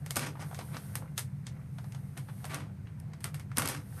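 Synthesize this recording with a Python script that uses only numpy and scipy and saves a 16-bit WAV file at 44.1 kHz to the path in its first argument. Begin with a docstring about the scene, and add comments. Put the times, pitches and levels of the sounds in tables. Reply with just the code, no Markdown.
"""In a small room with a paper-covered floor, a rubber crutch tip is planted, rocks over under load,
lifts and is planted again. Each impact excites the floor's damped modes and crushes the paper.
Creases and the sprung joint click; the loaded tip creaks by stick-slip friction and rubs with a
fine hiss. The room reverberates briefly over a steady ventilation rumble."""
import sys
import numpy as np
from scipy import signal
from scipy.fft import rfft, irfft
from scipy.io import wavfile
from scipy.ndimage import map_coordinates

SR = 44100
rng = np.random.default_rng(int(sys.argv[2]) if len(sys.argv) > 2 else 0)


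def wav_out(sig):
    """Save sig, one row per channel (or a flat mono array), as 16-bit PCM at SR to the path in sys.argv[1]."""
    wavfile.write(sys.argv[1], SR, np.round(np.clip(np.atleast_2d(sig).T, -1, 1) * 32767).astype(np.int16))


N = 176400

# Reverberation of the room. Each row: frequency in Hz, time to decay by 60 dB (t60) in seconds.
ROOM_T60 = [(150, 0.544), (1000, 0.167), (9000, 0.136), (15000, 0.214)]
ROOM_ONSET_S, PLANTING_ROOM_DB = 0.00315, -4
LEAD_S = 0.02  # build-up ahead of each crack
EDGE_ATTACK_S, EDGE_RAGGED_DB = 0.00063, 2.5  # the paper gives way fibre by fibre


def thuds():
    """Impact excitation: the rubber sole slaps the paper and sets the floor's damped modes ringing."""
    # Landings of the tip. Each row: start in seconds, level in dB.
    landings = [(.164, -33.5), (3.581, -33.5)]
    # Floor modes. Each row: frequency in Hz, relative level in dB, t60 in seconds.
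    floor_modes = [(95, -0.5, 0.105), (216.3, 1, 0.1022), (269.7, -0.5, 0.0863), (559.4, -5, 0.054)]
    out, t = np.zeros(N), np.arange(SR // 4) / SR
    for start, db in landings:
        ring = sum(amp(mode_db - 60 * t / t60) * np.sin(2 * np.pi * hz * t)
                   for hz, mode_db, t60 in floor_modes)
        add(out, start, amp(db) * ring * (1 - np.exp(-t / 0.003)))
        slap = crack((351, 1036), t60=0.031, room_db=PLANTING_ROOM_DB,
                     attack_s=EDGE_ATTACK_S, ragged_db=EDGE_RAGGED_DB)
        add(out, start - LEAD_S, amp(db + 1) * slap)
    return out


def crushes():
    """Superposition of impulses: paper under a changing load gives way in dense grains, a crunch."""
    # Load changes. Each row: end of the rise in seconds, seconds per 20 dB of rise, hold in seconds,
    # release t60 in seconds, relative level in dB, treble offset in dB.
    loads = [(0.163, 0.013, 0.012, 0.019, -35.5, 2.5), (0.199, 0.0335, 0.0724, 0.14, -39, -2.5),
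             (0.407, 0.0198, 0.0122, 0.1026, -46.5, 0), (0.594, 0.047, 0.0229, 0.0264, -46, -5),
             (0.748, 0.0453, 0.0163, 0.04, -45.5, -11.5), (2.17, 0.0053, 0.0139, 0.0044, -46, -6),
             (2.293, 0.0114, 0.0087, 0.0169, -50, -9.5), (2.531, 0.07, 0.0203, 0.2785, -39.5, -6.5),
             (3.253, 0.0112, 0.0153, 0.12, -46.5, -4.5), (3.574, 0.011, 0.0174, 0.182, -35.5, 1.5),
             (3.62, 0.0176, 0.1266, 0.18, -39, -1.5)]
    # Spectra of the crunch's body and treble. Each row: frequency in Hz, relative level in dB.
    body_spectrum = [(100, -21), (220, 5), (500, 0), (1300, 2.5), (2500, -2), (4000, -9), (7000, -22),
                     (11000, -27.5), (15000, -48.5)]
    treble_spectrum = [(2500, -35.5), (5000, 0.5), (7300, -1.5), (9000, -2.5), (11800, -3), (15000, -22.5)]
    t, body_power, treble_power = np.arange(N) / SR, np.zeros(N), np.zeros(N)
    for start, attack, hold, release, db, treble_db in loads:
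        before, after = np.maximum(start - t, 0), np.maximum(t - start - hold, 0)
        push = amp(db - 20 * before / attack - 60 * after / release)
        body_power += push ** 2
        treble_power += (push * amp(treble_db - 5)) ** 2
    crunch = np.zeros(N)
    for power, spectrum in (body_power, body_spectrum), (treble_power, treble_spectrum):
        fibres = grains(per_s=2200, spread_db=2)
        crunch += np.sqrt(power) * unit(coloured(fibres, spectrum))
    clumps = amp(2.5 * wobble(per_s=140) - 3)
    return with_room(clumps * crunch, PLANTING_ROOM_DB)[:N]


def clicks():
    """Transient excitation: creases and the sprung joint click; the floor and metal tube respond."""
    # Clicks. Each row: start in seconds, then relative body, middle, treble and room levels in dB.
    snaps = [(0.0621, -46.5, -47.5, -47, -4), (0.1074, -43.5, -37, -33.5, -5.5),
             (.158, -47, -38, -35.5, -0.5), (0.1677, -37, -39.5, -29.5, -2.5),
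             (0.1935, -45, -41, -37, -4.5), (0.5454, -51.5, -48, -55, -0.5), (0.9544, -40, -40, -34, -3),
             (1.1784, -39, -33, -32.5, 0), (1.193, -46, -47, -36, -5.5), (1.4676, -49.5, -42, -62.5, -3.5),
             (1.922, -58.5, -53, -60.5, -5.5), (2.175, -48.5, -51.5, -45.5, 0),
             (2.453, -49.5, -48.5, -43.5, -3.5), (2.5446, -44, -39.5, -37.5, -5), (3, -67, -63.5, -52, -12),
             (3.206, -58, -63, -56, 2), (3.2426, -40.5, -39, -34, -4.5), (3.3439, -48.5, -50, -46.5, 1),
             (3.3966, -51.5, -53.5, -53, -0.5), (3.571, -41.5, -33, -31.5, -11.5),
             (3.583, -34.5, -41.5, -23.5, -5), (3.6206, -38.5, -38.5, -36, -2),
             (3.6574, -54.5, -42, -36.5, -11), (3.675, -46, -36, -34.5, -9), (3.687, -44, -42, -31.5, 0)]
    # Body, middle and treble bands. Each row: lower edge in Hz, upper edge in Hz.
    bands = [(950, 2490), (2700, 8250), (7900, 13970)]
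    # Modes of the tube. Each row: frequency in Hz, relative level in dB.
    tube_modes = [(1400, -2.5), (1800, -3), (2180, 0), (2719, -7), (3650, -3), (6000, -8.5)]
    tube_db, tube_t60 = -14.5, 0.141
    out, t = np.zeros(N), np.arange(SR // 4) / SR
    for start, *band_db, room_db in snaps:
        click = sum(amp(db) * crack(band, t60=0.01084, room_db=room_db)
                    for db, band in zip(band_db, bands))
        floor = amp(band_db[0] - 6) * crack((306, 890), t60=0.0504, room_db=room_db, attack_s=0.0041)
        add(out, start - LEAD_S, click + floor)
        ring = sum(amp(db + rng.normal(0, 3.0)) * np.sin(2 * np.pi * hz * t) for hz, db in tube_modes)
        add(out, start, ring * amp(band_db[1] + room_db + tube_db - 60 * t / tube_t60))
    return amp(1) * out


def creaks():
    """Stick-slip friction: each jerk of the loaded tip is a damped knock with a ragged, papery edge."""
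    # Slips. Each row: start in seconds, relative knock and edge levels in dB, pitch in Hz.
    slips = [(0.354, -47.5, -74, 938), (.3706, -48, -73, 823), (.3942, -45, -61, 855),
             (0.423, -39.5, -50, 922), (0.512, -45.5, -61, 770), (.5285, -46, -67, 728),
             (0.5899, -41.5, -45, 710), (.7436, -47, -55.5, 623), (0.7673, -42, -43.5, 1164),
             (1.0218, -49.5, -75.5, 850), (1.7843, -44.5, -53.5, 960), (1.8425, -51, -61, 740),
             (1.947, -50, -51.5, 768), (2.2865, -46.5, -67.5, 848), (2.443, -38.5, -46.5, 739),
             (2.8708, -53.5, -72.5, 1620), (3.134, -51.5, -55, 903), (3.516, -48, -59, 1270)]
    t60, room_db, band_ratio = 0.0183, -2, 1.74
    out, t = np.zeros(N), np.arange(SR // 4) / SR
    for start, knock_db, edge_db, hz in slips:
        envelope = amp(-60 * t / t60) * (1 - np.exp(-t / EDGE_ATTACK_S))
        knock = struck(np.sin(2 * np.pi * hz * t) * envelope)
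        add(out, start, 0.612 * amp(knock_db) * knock)
        scuff = crack((hz / band_ratio, hz * band_ratio), t60, room_db, EDGE_ATTACK_S)
        edge = crack((470, 7880), t60, room_db, EDGE_ATTACK_S, EDGE_RAGGED_DB)
        add(out, start - LEAD_S, 0.782 * amp(knock_db) * scuff + amp(edge_db) * edge)
    return amp(1) * out


def rubbing():
    """Sliding friction: the rocking tip drags on the sheet, hissing over tiny ringing crinkles."""
    # Envelopes of the hiss and the low rustle. Each row: time in seconds, level in dB.
    hiss_levels = [(0, -68.5), (.35, -68), (.47, -57), (.85, -55), (.98, -58.5), (1.07, -70), (1.35, -76),
                   (1.7, -72), (1.86, -63.5), (2.13, -67.5), (2.3, -62), (2.53, -55), (2.66, -86.5),
                   (3.5, -78), (3.79, -65.5), (3.88, -62), (4, -51.5)]
    rustle_levels = [(0, -59.5), (1.04, -56.5), (1.15, -69), (1.4, -71.5), (1.56, -60), (1.72, -69),
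                     (1.95, -60), (2.2, -68), (2.62, -57.5), (2.75, -65.5), (3.85, -63.5), (4, -52)]
    # Spectrum of the hiss. Each row: frequency in Hz, relative level in dB.
    hiss_spectrum = [(500, -8.5), (2000, -12), (7300, -10.5), (8800, -4), (11600, -0.5), (13500, -1),
                     (15500, -9.5)]
    crinkle_band_hz, crinkle_t60 = (349, 2283), 0.00733
    crinkles, t = np.zeros(N), np.arange(SR // 20) / SR
    kicks = grains(per_s=260, spread_db=4.5)
    pitch = np.exp(rng.uniform(*np.log(crinkle_band_hz), N))
    for i in np.flatnonzero(kicks):
        add(crinkles, i / SR, kicks[i] * np.sin(2 * np.pi * pitch[i] * t) * amp(-60 * t / crinkle_t60))
    rustle = unit(with_room(crinkles, room_db=1)[:N])
    return level(hiss_levels) * noise(hiss_spectrum) + level(rustle_levels) * rustle


def ventilation():
    """Resonance: steady ventilation noise rumbles in the room's low modes, with a faint rush of air."""
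    # Spectra of the rumble and the air. Each row: frequency in Hz, relative level in dB.
    rumble_spectrum = [(20, -38), (45, -26), (70, -13.5), (97, -2.5), (115, -3.5), (135, 1.5), (155, 1.5),
                       (175, -18), (192, -5.5), (222, -24.5), (240, -17.5), (262, -26), (400, -39),
                       (700, -63)]
    air_spectrum = [(100, -11), (300, 3.5), (600, -0.5), (1200, -5), (2100, -6), (3200, -17.5),
                    (6000, -18.5), (12000, -18), (16000, -11.5)]
    return amp(-41.5) * noise(rumble_spectrum) + amp(-63.5) * noise(air_spectrum)


def crack(band_hz, t60, room_db, attack_s=0.000169, ragged_db=0):
    """Release of strain: band noise builds faintly, bursts at LEAD_S and leaves a diffuse echo."""
    clock = np.arange(SR // 4) / SR - LEAD_S
    t = np.maximum(clock, 0)
    strain = amp(-18.5) * np.exp(-np.abs(clock) / 0.00666)
    tearing_db = ragged_db * wobble(per_s=496, size=len(t))
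    direct = struck(amp(tearing_db - 60 * t / t60) * (1 - np.exp(-t / attack_s)))
    echo_t60 = along(ROOM_T60, np.mean(band_hz))
    echo = struck(amp(-60 * t / echo_t60) * (1 - np.exp(-(t / ROOM_ONSET_S) ** 2)))
    bandpass = signal.butter(2, band_hz, "band", fs=SR, output="sos")
    carrier = unit(signal.sosfilt(bandpass, rng.standard_normal(len(t))))
    return carrier * np.hypot(direct + strain, amp(room_db) * echo)  # incoherent parts add in power


def with_room(x, room_db):
    """Reverberation: convolution with a diffuse tail whose decay depends on frequency."""
    hz, t, spectra = signal.stft(rng.standard_normal(SR // 3), SR, nperseg=256)
    decay = amp(-60 * t / along(ROOM_T60, hz)[:, None])
    response = signal.istft(spectra * decay, SR, nperseg=256)[1]
    response *= 1 - np.exp(-(np.arange(len(response)) / SR / ROOM_ONSET_S) ** 2)
    response *= amp(room_db) / np.linalg.norm(response)
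    response[0] += 1  # direct sound
    return signal.fftconvolve(x, response)


def coloured(x, points, top_hz=SR):
    """Minimum-phase filtering to a shape of (Hz, dB) points, cut off at top_hz."""
    size = 2 ** 18
    hz = np.fft.rfftfreq(size, 1 / SR)
    cepstrum = irfft(np.log(amp(along(points, hz))))
    cepstrum[1:size // 2] *= 2  # folding onto positive time makes the shape causal
    cepstrum[size // 2 + 1:] = 0
    return irfft(rfft(x, size) * np.exp(rfft(cepstrum)) * (hz < top_hz))[:N]


def noise(points):
    """Spectrally shaped Gaussian noise of rms 1."""
    return unit(coloured(rng.standard_normal(N), points))


def grains(per_s, spread_db):
    """A Poisson train of impulses of random sign and log-normal size."""
    chance, size, sign = rng.random(N), rng.standard_normal(N), rng.choice([-1, 1], N)
    return (chance < per_s / SR) * sign * amp(spread_db * size)


def wobble(per_s, size=N):
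    """Smooth modulation: a spline through random knots."""
    knots = rng.standard_normal(int(size * per_s / SR) + 4)
    return map_coordinates(knots, [np.arange(size) * per_s / SR])


def amp(db):
    """Decibels to amplitude ratio."""
    return 10 ** (np.asarray(db) / 20)


def unit(x):
    """Power normalisation to rms 1."""
    return x / np.sqrt(np.mean(x ** 2) + 1e-20)


def struck(x):
    """Energy normalisation to that of 3 ms at rms 1."""
    return x / np.sqrt(np.sum(x ** 2) / (0.003 * SR))


def along(points, hz):
    """Interpolation of (Hz, value) points on a logarithmic frequency axis."""
    frequencies, values = np.transpose(points)
    return np.interp(np.log(hz + 1), np.log(frequencies + 1), values)


def level(points):
    """Amplitude envelope through (seconds, dB) points."""
    return amp(np.interp(np.arange(N) / SR, *np.transpose(points)))


def add(track, start, sound):
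    """Superposition of a sound on the track, from start in seconds."""
    part = track[max(round(start * SR), 0):][:len(sound)]
    part += sound[:len(part)]


def scene():
    """Linear superposition: the pressures of all sources add in one channel."""
    return (clicks() + creaks() + thuds() + crushes() + rubbing() + ventilation())[None]


def record(dry):
    """Spectral shaping: a bright, uneven treble colour lies over the whole mix; the very top is cut."""
    # Treble colour of the whole mix. Each row: frequency in Hz, gain in dB.
    treble_colour = [(5200, 0), (5700, -1.5), (6400, 0.5), (7300, -4), (8400, 2), (9200, 1.5), (10200, -3),
                     (11500, -0.5), (13000, -6.5), (15500, -13.5)]
    return coloured(dry[0], treble_colour, top_hz=15500)[None]


dry = scene()
out = record(dry)
wav_out(out)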